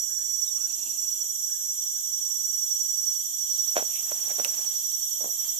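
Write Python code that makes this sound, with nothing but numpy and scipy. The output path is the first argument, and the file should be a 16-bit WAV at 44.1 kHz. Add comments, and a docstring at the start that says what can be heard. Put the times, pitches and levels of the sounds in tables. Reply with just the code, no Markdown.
"""Insects by a slow forest river

In the forest along a muddy river, a near cicada on the right whistles with a fast throb: a gliding tone
swelled twice a throb. Far cicadas buzz and katydids hiss as swarms of noise bursts through resonances;
tree crickets trill thin pulsed tones. Shaped noise makes leaves, scrapes and river; far calls are sliding
tones. Late on, handling next to the microphone rings damped modes: dull knocks, a sharp snap, a short rub.
"""
import sys
import numpy as np
from scipy import signal
from scipy.fft import rfft, irfft
from scipy.io import wavfile
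from scipy.ndimage import uniform_filter1d

SR = 44100
rng = np.random.default_rng(int(sys.argv[2]) if len(sys.argv) > 2 else 0)


def store_wav(level_fs):
    """Save 16-bit WAV to argv[1]."""
    pcm = np.round(np.clip(np.atleast_2d(level_fs), -1, 1) * 32767)
    wavfile.write(sys.argv[1], SR, pcm.T.astype(np.int16))


N = 246519
TIME = np.arange(N) / SR
FREQS = np.fft.rfftfreq(N, 1 / SR)

# Near cicada, on the right: its pitch climbs to a steady note as it settles into the song.
WHISTLE_HZ, START_FLAT_HZ, SETTLE_S = 5811, 34, 1.2
# Each swell lasts half a throb and peaks a little past its middle; one starts this far into a throb.
SWELL_SKEW, SWELL_START_THROBS = 1.25, .225
# Timing of the paired swells. Each row: time in seconds, throbs so far.
SWELL_THROBS = [(0, .07), (.8, 9.15), (.95, 11.04), (1.4, 16.03), (1.9, 21.86), (2.8, 31.87), (3.25, 36.91),
                (3.45, 39.32), (4, 45.52), (5, 56.63), (5.59, 63.08)]
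# Two swells a throb, uneven, as echoes reinforce and cancel the bending whistle. Each row: time in seconds,
# depth of the gaps (0 to 1), weight towards the turn of the throb (-1 to 1), lean towards the first half
# of the throb (-1 to 1).
THROB_SWELLS = [(0.0, 0.7, -0.13, 0.064), (0.48, 0.74, 0.21, -0.2), (0.64, 0.85, -0.29, 0.69),
                (0.96, 0.78, -0.46, -0.29), (1.2, 0.83, 0.45, 0.16), (1.36, 1, 0.033, -0.41),
                (1.52, 0.8, -0.16, -0.035), (1.76, 0.1, -0.27, -0.32), (1.84, 0.77, 0.16, -0.02),
                (1.92, 0.57, -0.36, -0.14), (2.4, 0.63, 0.026, -0.11), (3.28, 0.7, 0.23, 0.3),
                (3.44, 0.36, 0.29, -0.15), (3.52, 0.75, 0.28, 0.18), (4.4, 0.86, 0.048, -0.11),
                (4.72, 0.68, 0.25, 0.38), (5.12, 0.84, 0.35, -0.079), (5.59, 0.7, 0.46, 0.74)]
# How each throb bends the pitch. Each row: time in seconds, swing in Hz, lead in throbs.
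PITCH_BEND = [(0, 17, .43), (.4, 17, .45), (.85, 7, .45), (1.3, 10, .27), (1.8, 12, -.07), (2.4, 14, .02),
              (5.59, 15, .02)]
# Its loudness. Each row: time in seconds, level at the right ear in dB, level at the left ear in dB.
CICADA_LEVEL = [(0.0, -27, -36.5), (0.4, -25, -37.5), (0.64, -26, -38.0), (0.88, -32.5, -43),
                (1.04, -25.5, -37), (1.28, -28, -41.0), (1.52, -27.5, -36), (1.68, -31.5, -36.0),
                (2.4, -26.5, -36.5), (2.64, -26, -33.5), (3.12, -24.5, -33.5), (3.28, -32, -40),
                (3.44, -25.5, -32), (3.68, -25.5, -36), (4.08, -29.5, -38), (4.24, -26, -38),
                (4.8, -27.5, -36), (5.59, -30, -41)]
# Its undertone. Each row: time in seconds, level in dB, lag in throbs.
CICADA_UNDERTONE = [(0, -67, 0.37), (1, -64.5, .25), (1.3, -65, .2), (2, -65.5, 0.23), (2.7, -63.5, 0),
                    (3.1, -60.5, 0), (3.7, -62, 0.032), (5.2, -63, 0)]

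# Dull knocks next to the microphone. Each row: start in seconds, level of the push in dB before filtering,
# hardness of the contact in Hz, scuff against the push in dB.
KNOCK_CONTACTS = [(3.7669, -2.5, 2280, -6), (3.826, -13.5, 1090, -5.5), (4.119, -15, 1800, -4),
                  (4.278, -35, 1200, 9), (4.309, -29, 3500, 11), (4.387, -21, 970, 3),
                  (4.3985, -10, 1700, -9), (4.411, -30.5, 5000, 7), (4.454, -20, 1400, 4.5),
                  (4.591, -28, 3500, 3.5)]
# The first, heaviest knock rattles on in scuffing rebounds, each weaker than the last.
RATTLE_GAP_S, RATTLE_DB, RATTLE_LOSS_DB, RATTLE_HZ, RATTLE_SCUFF_DB = .0105, -17, 5.5, 3500, 10.5
# The rub sticks and slips. Each row: start in seconds, level in dB before filtering.
RUB_SLIPS = [(5.211, -16), (5.226, -21.5), (5.244, -12.5), (5.258, -15.5), (5.274, -21), (5.29, -22.5)]
RUB_HZ, RUB_SCUFF_DB = 393, -3
# What the contacts ring. 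Each row: frequency in Hz, width in Hz, relative level in dB.
KNOCK_MODES = [(258, 59, -5.5), (505, 39, 0.5), (631, 196, 15.5), (1030, 250, 5.5), (1490, 320, 8),
               (1930, 160, -21), (3136, 100, 4.5), (5100, 760, -49)]
# The sharp snap and its small rebounds. Each row: start in seconds, level in dB before the side gain.
SNAP_CLICKS = [(4.4477, -2.5), (4.4625, -21), (4.482, -22)]
# What the snap rings. Each row: frequency in Hz, width in Hz, relative level in dB.
SNAP_RESONANCES = [(2900, 400, 2), (4800, 2200, -5), (8000, 3500, -2), (12000, 4000, -9)]
# A soft rustle under the handling. Each row: time in seconds, level in dB.
STIR_LEVEL = [(3.4, -106), (3.7, -53), (4.55, -43.5), (5.05, -69), (5.45, -50), (5.59, -58.5)]
# The colour of that rustle. Each row: frequency in Hz, relative level in dB.
STIR_SPECTRUM = [(100, -9.5), (350, -6), (750, -1.5), (1400, -6), (2100, -7), (3100, -3), (4500, -9.5),
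                 (15000, -5)]
# Brief swishes and ticks. Each row: centre in seconds, length in seconds, pitch in Hz, level in dB.
BRIEF_RUSTLES = [(.56, 0.0095, 10000, -47), (3.78, 0.017, 7660, -36), (3.965, 0.06, 2830, -47.5),
                 (3.96, .043, 10100, -41.5), (4.21, 0.0078, 11100, -39), (4.315, 0.016, 1930, -51.5)]

# Far cicadas, their body resonances. Each row: frequency in Hz, relative level in dB.
BUZZ_SPECTRUM = [(4800, -35), (5250, -23.5), (5500, -11.5), (5900, -1), (6300, -3.5), (6700, 1),
                 (7200, 1.5), (7850, -2.5), (8600, -15.5), (8950, -5), (9500, -17), (10600, -24),
                 (12000, -10.5), (15000, -42)]
# The buzz leans right; the left microphone is dull around 9 to 11 kHz. Each row: frequency in Hz,
# left minus right in dB.
BUZZ_EAR_BALANCE = [(5500, -0.5), (7200, -6.5), (8000, -6.5), (8600, -26), (9000, -35), (9700, -56),
                    (11000, -22)]
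# A lower, more distant chorus. Each row: frequency in Hz, relative level in dB.
LOW_SPECTRUM = [(2000, -38.5), (2800, -25), (3050, 2), (3280, 7.5), (3550, 3.5), (3900, -11.5),
                (5000, -18.5), (6500, -8.5)]

# Katydids grow steadily louder and creep up in pitch.
KATYDID_HZ, KATYDID_HZ_PER_S, KATYDID_DB, KATYDID_DB_PER_S = 12764, 22, -40, 1
# Their wing resonance. Each row: offset from the pitch in Hz, relative level in dB.
WING_RESONANCE = [(-2300, -21), (-1600, -40), (-850, -6.5), (-450, -5.5), (-15, 3.5), (463, -4), (1099, -7),
                  (2428, -28), (3207, -36)]
# Where their chorus sits. Each row: time in seconds, left minus right in dB.
KATYDID_PLACE = [(0.0, -7), (2.6, -2.5), (5.59, -4.5)]

# Thin trills of tree crickets. Each row: mean pitch in Hz, mean pulses per second, level in dB,
# left minus right in dB, depth of the pulses (0 to 1).
CRICKET_TRILLS = [(5470, 13, -67, -6, .5), (6032, 31, -53, -8, .5), (8950, 50, -60, -14, .7),
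                  (11690, 9, -65, -6, .5), (12895, 2.3, -54, 1, .6)]

# A soft swish early on. Each row: time in seconds, level in dB.
SWISH_LEVEL = [(.4, -91), (.62, -60), (.98, -56.5), (1.25, -67), (1.42, -96)]
# The colour of the swish. Each row: frequency in Hz, relative level in dB.
SWISH_SPECTRUM = [(120, -14), (270, 1.5), (400, -5.5), (950, -4), (1400, -21), (2300, -18), (2750, 4),
                  (3500, -13), (9000, -32)]
# Crackle of leaves. Each row: time in seconds, level in dB.
LEAF_LEVEL = [(.55, -71), (.7, -52), (.85, -59), (1.1, -62), (1.25, -85), (3.1, -67), (3.45, -62.5),
              (3.6, -53), (3.95, -61), (4.8, -53.5), (5.1, -61)]
# Falling scrapes. Each row: centre in seconds, length in seconds, pitch at the centre in Hz,
# glide in octaves per second, level in dB.
FALLING_SCRAPES = [(.49, 0.046, 3660, -3, -52.5), (3.552, 0.026, 4170, -6, -48)]
# Faint far calls. 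Each row: centre in seconds, length in seconds, pitch at the centre in Hz,
# glide in octaves per second, level in dB.
DISTANT_CALLS = [(0.118, 0.055, 1597, 0.5, -58.5), (0.192, 0.0077, 1700, 5.5, -53.5),
                 (0.223, 0.032, 1616, -2.5, -61), (0.503, 0.032, 550, 6, -61),
                 (0.583, 0.018, 1200, 17, -55), (0.645, 0.066, 1527, 1.5, -59), (1.248, .02, 740, 3, -61.5),
                 (1.504, 0.018, 1640, 5, -57.5), (1.546, 0.028, 1784, -3, -58.5),
                 (1.602, 0.025, 1593, -3, -61.5), (1.979, 0.034, 1580, 0.5, -62.5),
                 (2.3, 0.043, 1087, 2.5, -64), (2.48, 0.034, 1455, 1.5, -66), (2.548, .025, 1655, 3, -66)]
# River and forest air. Each row: frequency in Hz, relative level in dB.
RIVER_SPECTRUM = [(20, -15), (40, -5), (65, 6), (120, -1.5), (250, -4.5), (600, -7), (1200, -9.5),
                  (2200, -15), (5000, -35), (15000, -41)]
TOP_HZ = 15550  # the recorder's upper limit


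def undb(db):
    """Decibels to gain."""
    return 10 ** (np.asarray(db) / 20)


def curves(rows):
    """Each column of a table, joined by straight lines in time."""
    s, *columns = np.transpose(rows)
    return [np.interp(TIME, s, c) for c in columns]


def unit(x):
    """Scale to rms 1."""
    return x / np.sqrt(np.mean(np.abs(x) ** 2))


def over_pitch(points):
    """(Hz, value) points joined on a log-frequency axis."""
    hz, value = np.transpose(points)
    return np.interp(np.log(FREQS + 1), np.log(hz), value)


def colour(x, gain):
    """Filter by a gain per frequency; rms 1."""
    return unit(irfft(rfft(x) * gain, N))


def ears(pan_db):
    """Left and right gains of constant total power."""
    gains = undb(np.array([[1], [-1]]) * pan_db / 2)
    return gains / np.sqrt(np.mean(gains ** 2, axis=0))


def walk(rate):
    """Random levels held 1 / rate s and slewed twice, scaled to about rms 1."""
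    k = max(int(SR / rate), 1)
    steps = np.repeat(rng.standard_normal(N // k + 1), k)
    slewed = uniform_filter1d(uniform_filter1d(steps, k), k)
    return unit(slewed[:N])


def oscillate(hz):
    """A rotating complex tone that follows a pitch curve."""
    return np.exp(2j * np.pi * np.cumsum(hz) / SR)


def stereo_noise(side):
    """Noise common to both ears, plus a share that differs."""
    mid, diff = rng.standard_normal((2, N))
    return mid + side * diff * np.array([[1], [-1]])


def resonance(hz, width):
    """Response of one damped mode, gain 1 at its centre."""
    return 1j * FREQS * width / (hz ** 2 - FREQS ** 2 + 1j * FREQS * width)


def trees(x, spread_s, count):
    """Echoes off trunks and banks, different at each ear; rms 1."""
    out = np.zeros((2, N), complex)
    for ear in out:
        lags, sizes = rng.uniform(0, 1, count), rng.standard_normal(count)
        for lag, size in zip(lags, sizes):
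            ear += size * np.exp(-2 * lag) * np.roll(x, int(lag * spread_s * SR))
    return np.array([unit(ear) for ear in out])


def swarm(click_hz, sharpness, swell_db, count, size=8):
    """Many insects, each a train of tiny bursts at its own rate; their powers add, scattered by leaves."""
    t = TIME[::size]
    traits = rng.uniform([.7, .3, 0], [1.3, 3, 1], (count, 3))
    pace, swell_hz, start = traits.T[:, :, None]
    effort = np.sin(2 * np.pi * (swell_hz * t + start))
    # each insect clicks faster and louder as its effort swells
    phase = start + np.cumsum(click_hz * pace * (1 + 0.017 * effort), axis=1) * size / SR
    bursts = np.exp(-sharpness * (phase % 1)) * undb(swell_db * effort)
    level = np.repeat(np.linalg.norm(bursts, axis=0), size)[:N]
    return level * rng.standard_normal((2, N))


def near_cicada():
    """A nearly pure whistle whose pitch bends once a throb and whose level swells twice a throb."""
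    right_db, left_db = curves(CICADA_LEVEL)
    throbs, = curves(SWELL_THROBS)
    turn = 2 * np.pi * throbs
    bend_hz, lead = curves(PITCH_BEND)
    steady_hz = WHISTLE_HZ - START_FLAT_HZ * np.exp(-TIME / SETTLE_S)
    hz = steady_hz - bend_hz * np.sin(turn + 2 * np.pi * lead) + 2.35 * walk(90)
    flutter = undb(1.47 * walk(70)) * (1 + 0.013 * walk(450))
    heard = cicada_at_ears(flutter * oscillate(hz), throbs)
    level = undb([left_db, right_db])
    return level * heard / heard.std(axis=1, keepdims=True) + cicada_undertone(hz, turn)


def cicada_at_ears(song, throbs, left_depth=0.65, left_echo_db=-1.5, right_echo_db=-24, ear_turn_rad=1.44):
    """Reflections reinforce the bending pitch at each ear in turn: the left swells in the right's gaps."""
    def swell(shift):
        """Two swells a throb, delayed by a shift in throbs."""
        return np.sin(np.pi * (2 * (throbs - SWELL_START_THROBS - shift) % 1) ** SWELL_SKEW)

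    turn = 2 * np.pi * throbs
    depth, weight, lean = curves(THROB_SWELLS)
    right = (1 - depth + depth * swell(0)) * (1 + weight * np.cos(turn) + lean * np.sin(turn))
    left = 1 - left_depth * (1 - swell(1 / 4))
    # the echoes build up a diffuse field, out of step with the direct song
    echoes = trees(song * right, spread_s=0.17, count=24)
    direct = np.array([unit(song * left) * np.exp(-1j * ear_turn_rad), unit(song * right)])
    echoes = echoes - direct * np.mean(echoes * direct.conj(), axis=1, keepdims=True)
    diffuse = np.array([unit(e) for e in echoes])
    return (direct + undb([[left_echo_db], [right_echo_db]]) * diffuse).real


def cicada_undertone(hz, turn, wane_db=2.0, echo_db=-7):
    """A tone at four fifths of the pitch that rises and falls once a throb, with echoes."""
    db, lag = curves(CICADA_UNDERTONE)
    swell = (1 - 0.48 * np.sin(turn - 2 * np.pi * lag)) * undb(wane_db * walk(22))
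    tone = unit(swell * oscillate(hz * 4 / 5))
    heard = tone + undb(echo_db) * trees(tone, spread_s=0.14, count=12)
    return undb(db) * unit(heard.real)


def handling(crackle_db=2.0):
    """Knocks, a rub and a snap at the microphone, with light rustles of grainy noise."""
    grains = stereo_noise(side=0.83) * undb(crackle_db * walk(250))
    stir_db, = curves(STIR_LEVEL)
    started = TIME > STIR_LEVEL[0][0]
    stir = undb(stir_db) * started * colour(grains, undb(over_pitch(STIR_SPECTRUM)))
    return knocks() + snap() + stir + brief_rustles(grains)


def knocks(scuff_s=0.014, graze_s=0.0094, lag_s=0.00028, low_cut_hz=160):
    """Each contact grazes, pushes once and scuffs; softer contacts push for longer."""
    push = SR // 100  # samples of grazing before the push
    drive, t = np.zeros(N), TIME[:SR // 10] - push / SR
    envelope = np.exp(-np.maximum(t / scuff_s, -t / graze_s))
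    for s, db, hard_hz, scuff_db in KNOCK_CONTACTS + rattle(count=4) + rub():
        scuff = rng.standard_normal(len(t)) * undb(9.3 * rng.standard_normal(len(t))) * envelope
        blow = np.arange(len(t)) == push
        contact = blow + undb(scuff_db) * scuff / np.linalg.norm(scuff)
        start = int(s * SR) - push
        softened = signal.lfilter(*signal.butter(1, hard_hz, fs=SR), contact)
        drive[start:start + len(t)] += undb(db) * softened
    drive = signal.lfilter(*signal.butter(2, low_cut_hz, "highpass", fs=SR), drive)
    return ring(drive, KNOCK_MODES, lag_s)


def rattle(count):
    """Evenly spaced, weakening rebounds after the heaviest knock: rows like those of KNOCK_CONTACTS."""
    first_s = KNOCK_CONTACTS[0][0]
    return [(first_s + (k + 1) * RATTLE_GAP_S, RATTLE_DB - k * RATTLE_LOSS_DB, RATTLE_HZ, RATTLE_SCUFF_DB)
            for k in range(count)]


def rub():
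    """The soft slips of one short rub: rows like those of KNOCK_CONTACTS."""
    return [(s, db, RUB_HZ, RUB_SCUFF_DB) for s, db in RUB_SLIPS]


def snap(tail_db=-24, tail_s=.004, left_db=-3, lag_s=.00034):
    """Hard, bright clicks on the right, each with a short crackling tail."""
    drive = np.zeros((2, N))
    for s, db in SNAP_CLICKS:
        drive += undb(db + tail_db) * fade(s, tail_s) * rng.standard_normal((2, N))
        drive[:, int(s * SR)] += undb(db)
    return undb([[left_db], [0]]) * ring(drive, SNAP_RESONANCES, lag_s)


def fade(s, decay_s):
    """A sudden start and an exponential decay."""
    return (TIME >= s) * np.exp(-np.abs(TIME - s) / decay_s)


def ring(drive, modes, lag_s):
    """A drive rings damped modes (a unit blow peaks at 1); the left ear hears it a moment later."""
    response = sum(undb(db) * resonance(hz, width) for hz, width, db in modes)
    spectrum = rfft(drive) * response / np.abs(irfft(response, N)).max()
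    delay = np.exp(-2j * np.pi * FREQS * np.array([[lag_s], [0]]))
    return irfft(spectrum * delay, N)


def brief_rustles(grains, spread=.25):
    """Soft swells of grainy noise, each in a band around its own pitch."""
    out = np.zeros((2, N))
    for s, length, hz, db in BRIEF_RUSTLES:
        near = np.abs(TIME - s) < 2 * length
        edges = np.minimum(hz * np.exp([-spread, spread]), [.4 * SR, .45 * SR])
        band_pass = signal.butter(2, edges, "bandpass", fs=SR, output="sos")
        band = signal.sosfilt(band_pass, grains[:, near])
        swell = np.exp(-2 * ((TIME[near] - s) / length) ** 2)
        out[:, near] += undb(db) * swell * unit(band)
    return out


def far_cicadas(buzz_db=-33.5, low_db=-53.5, low_db_per_s=1.1):
    """Two choruses of tymbal clicks ringing the insects' bodies; the lower one slowly grows."""
    high_clicks = swarm(click_hz=220, sharpness=1, swell_db=1.2, count=12)
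    low_clicks = swarm(click_hz=110, sharpness=1.5, swell_db=2.5, count=5)
    buzz = colour(high_clicks, undb(over_pitch(BUZZ_SPECTRUM)) * ears(over_pitch(BUZZ_EAR_BALANCE)))
    low = colour(low_clicks, undb(over_pitch(LOW_SPECTRUM)))
    return undb(buzz_db) * buzz + undb(low_db + low_db_per_s * TIME) * low


def katydids():
    """Wing files rasp a high resonance that creeps up in pitch as the chorus grows."""
    pitch = KATYDID_HZ + KATYDID_HZ_PER_S * TIME
    db = KATYDID_DB + KATYDID_DB_PER_S * TIME
    pan_db, = curves(KATYDID_PLACE)
    offset, level_db = np.transpose(WING_RESONANCE)
    centre = pitch.mean()
    wing_db = np.interp(FREQS - centre, offset, level_db, left=-90, right=-90)
    rasp = colour(swarm(click_hz=46.2, sharpness=0.51, swell_db=2.0, count=7), undb(wing_db))
    # the whole band is shifted along the rising pitch
    glide = oscillate(pitch - centre)
    return (signal.hilbert(rasp) * glide).real * undb(db) * ears(pan_db)


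def crickets(waver_hz=9, wane_db=4.3, echo_db=-6):
    """Thin pulsed tones that wax and wane, blurred by the trees."""
    out = 0
    for hz, rate, db, pan_db, depth in CRICKET_TRILLS:
        effort = walk(3.84)
        beat = 2 * np.pi * np.cumsum(rate * (1 + 0.0343 * effort)) / SR
        pulses = undb(wane_db * effort) * (1 + depth * np.cos(beat))
        tone = unit(pulses * oscillate(hz + waver_hz * walk(50)))
        heard = tone + undb(echo_db) * trees(tone, spread_s=0.11, count=6)
        out = out + undb(db) * ears(pan_db) * unit(heard.real)
    return out


def rustling(crackle_db=4, leaf_hz=4400, leaf_width_hz=2200):
    """A soft swish and the fine crackle of leaves, both noise of uneven level."""
    swish_noise = stereo_noise(side=0.7) * undb(3.1 * walk(59.7))
    swish = colour(swish_noise, undb(over_pitch(SWISH_SPECTRUM)))
    leaf_noise = stereo_noise(side=1.0) * undb(crackle_db * walk(400))
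    leaves = colour(leaf_noise, resonance(leaf_hz, leaf_width_hz) ** 2)
    return undb(curves(SWISH_LEVEL)[0]) * swish + undb(curves(LEAF_LEVEL)[0]) * leaves


def scrapes(width_hz=330, grain_db=3):
    """Narrow, grainy scrapes that slide down in pitch."""
    out = 0
    for s, length, hz, glide, db in FALLING_SCRAPES:
        since = np.clip(TIME - s, -3 * length, 3 * length)
        grains = stereo_noise(side=0.88) * undb(grain_db * walk(300))
        rasp = colour(grains, resonance(hz, width_hz) ** 2)
        slide = oscillate(hz * (2 ** (glide * since) - 1))
        swell = np.exp(-2 * (since / length) ** 2)
        out = out + undb(db) * swell * (signal.hilbert(rasp) * slide).real
    return out


def far_calls(waver=0.062, echo_db=-4):
    """Short sliding notes, half lost in their echoes."""
    out = 0
    for s, length, hz, glide, db in DISTANT_CALLS:
        since = np.clip(TIME - s, -3 * length, 3 * length)
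        pitch = hz * 2 ** (glide * since) * (1 + waver * walk(250))
        swell = np.exp(-2 * (since / length) ** 2)
        out = out + undb(db) * swell * oscillate(pitch).imag
    return out + undb(echo_db) * out.std() * trees(out, spread_s=.09, count=16).real


def river(flow_db=-69.0):
    """A soft wash of slow water: coloured noise with a gently drifting level."""
    wash = colour(stereo_noise(side=0.67), undb(over_pitch(RIVER_SPECTRUM)))
    return undb(flow_db + .5 * walk(3.64)) * wash


def scene():
    """Insects all around, the river below, handling close by."""
    insects = near_cicada() + far_cicadas() + katydids() + crickets()
    return insects + handling() + rustling() + scrapes() + far_calls() + river()


def record(dry):
    """The recorder cuts the top."""
    return signal.sosfilt(signal.ellip(10, .2, 80, TOP_HZ, fs=SR, output="sos"), dry)


dry = scene()
out = record(dry)
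store_wav(out)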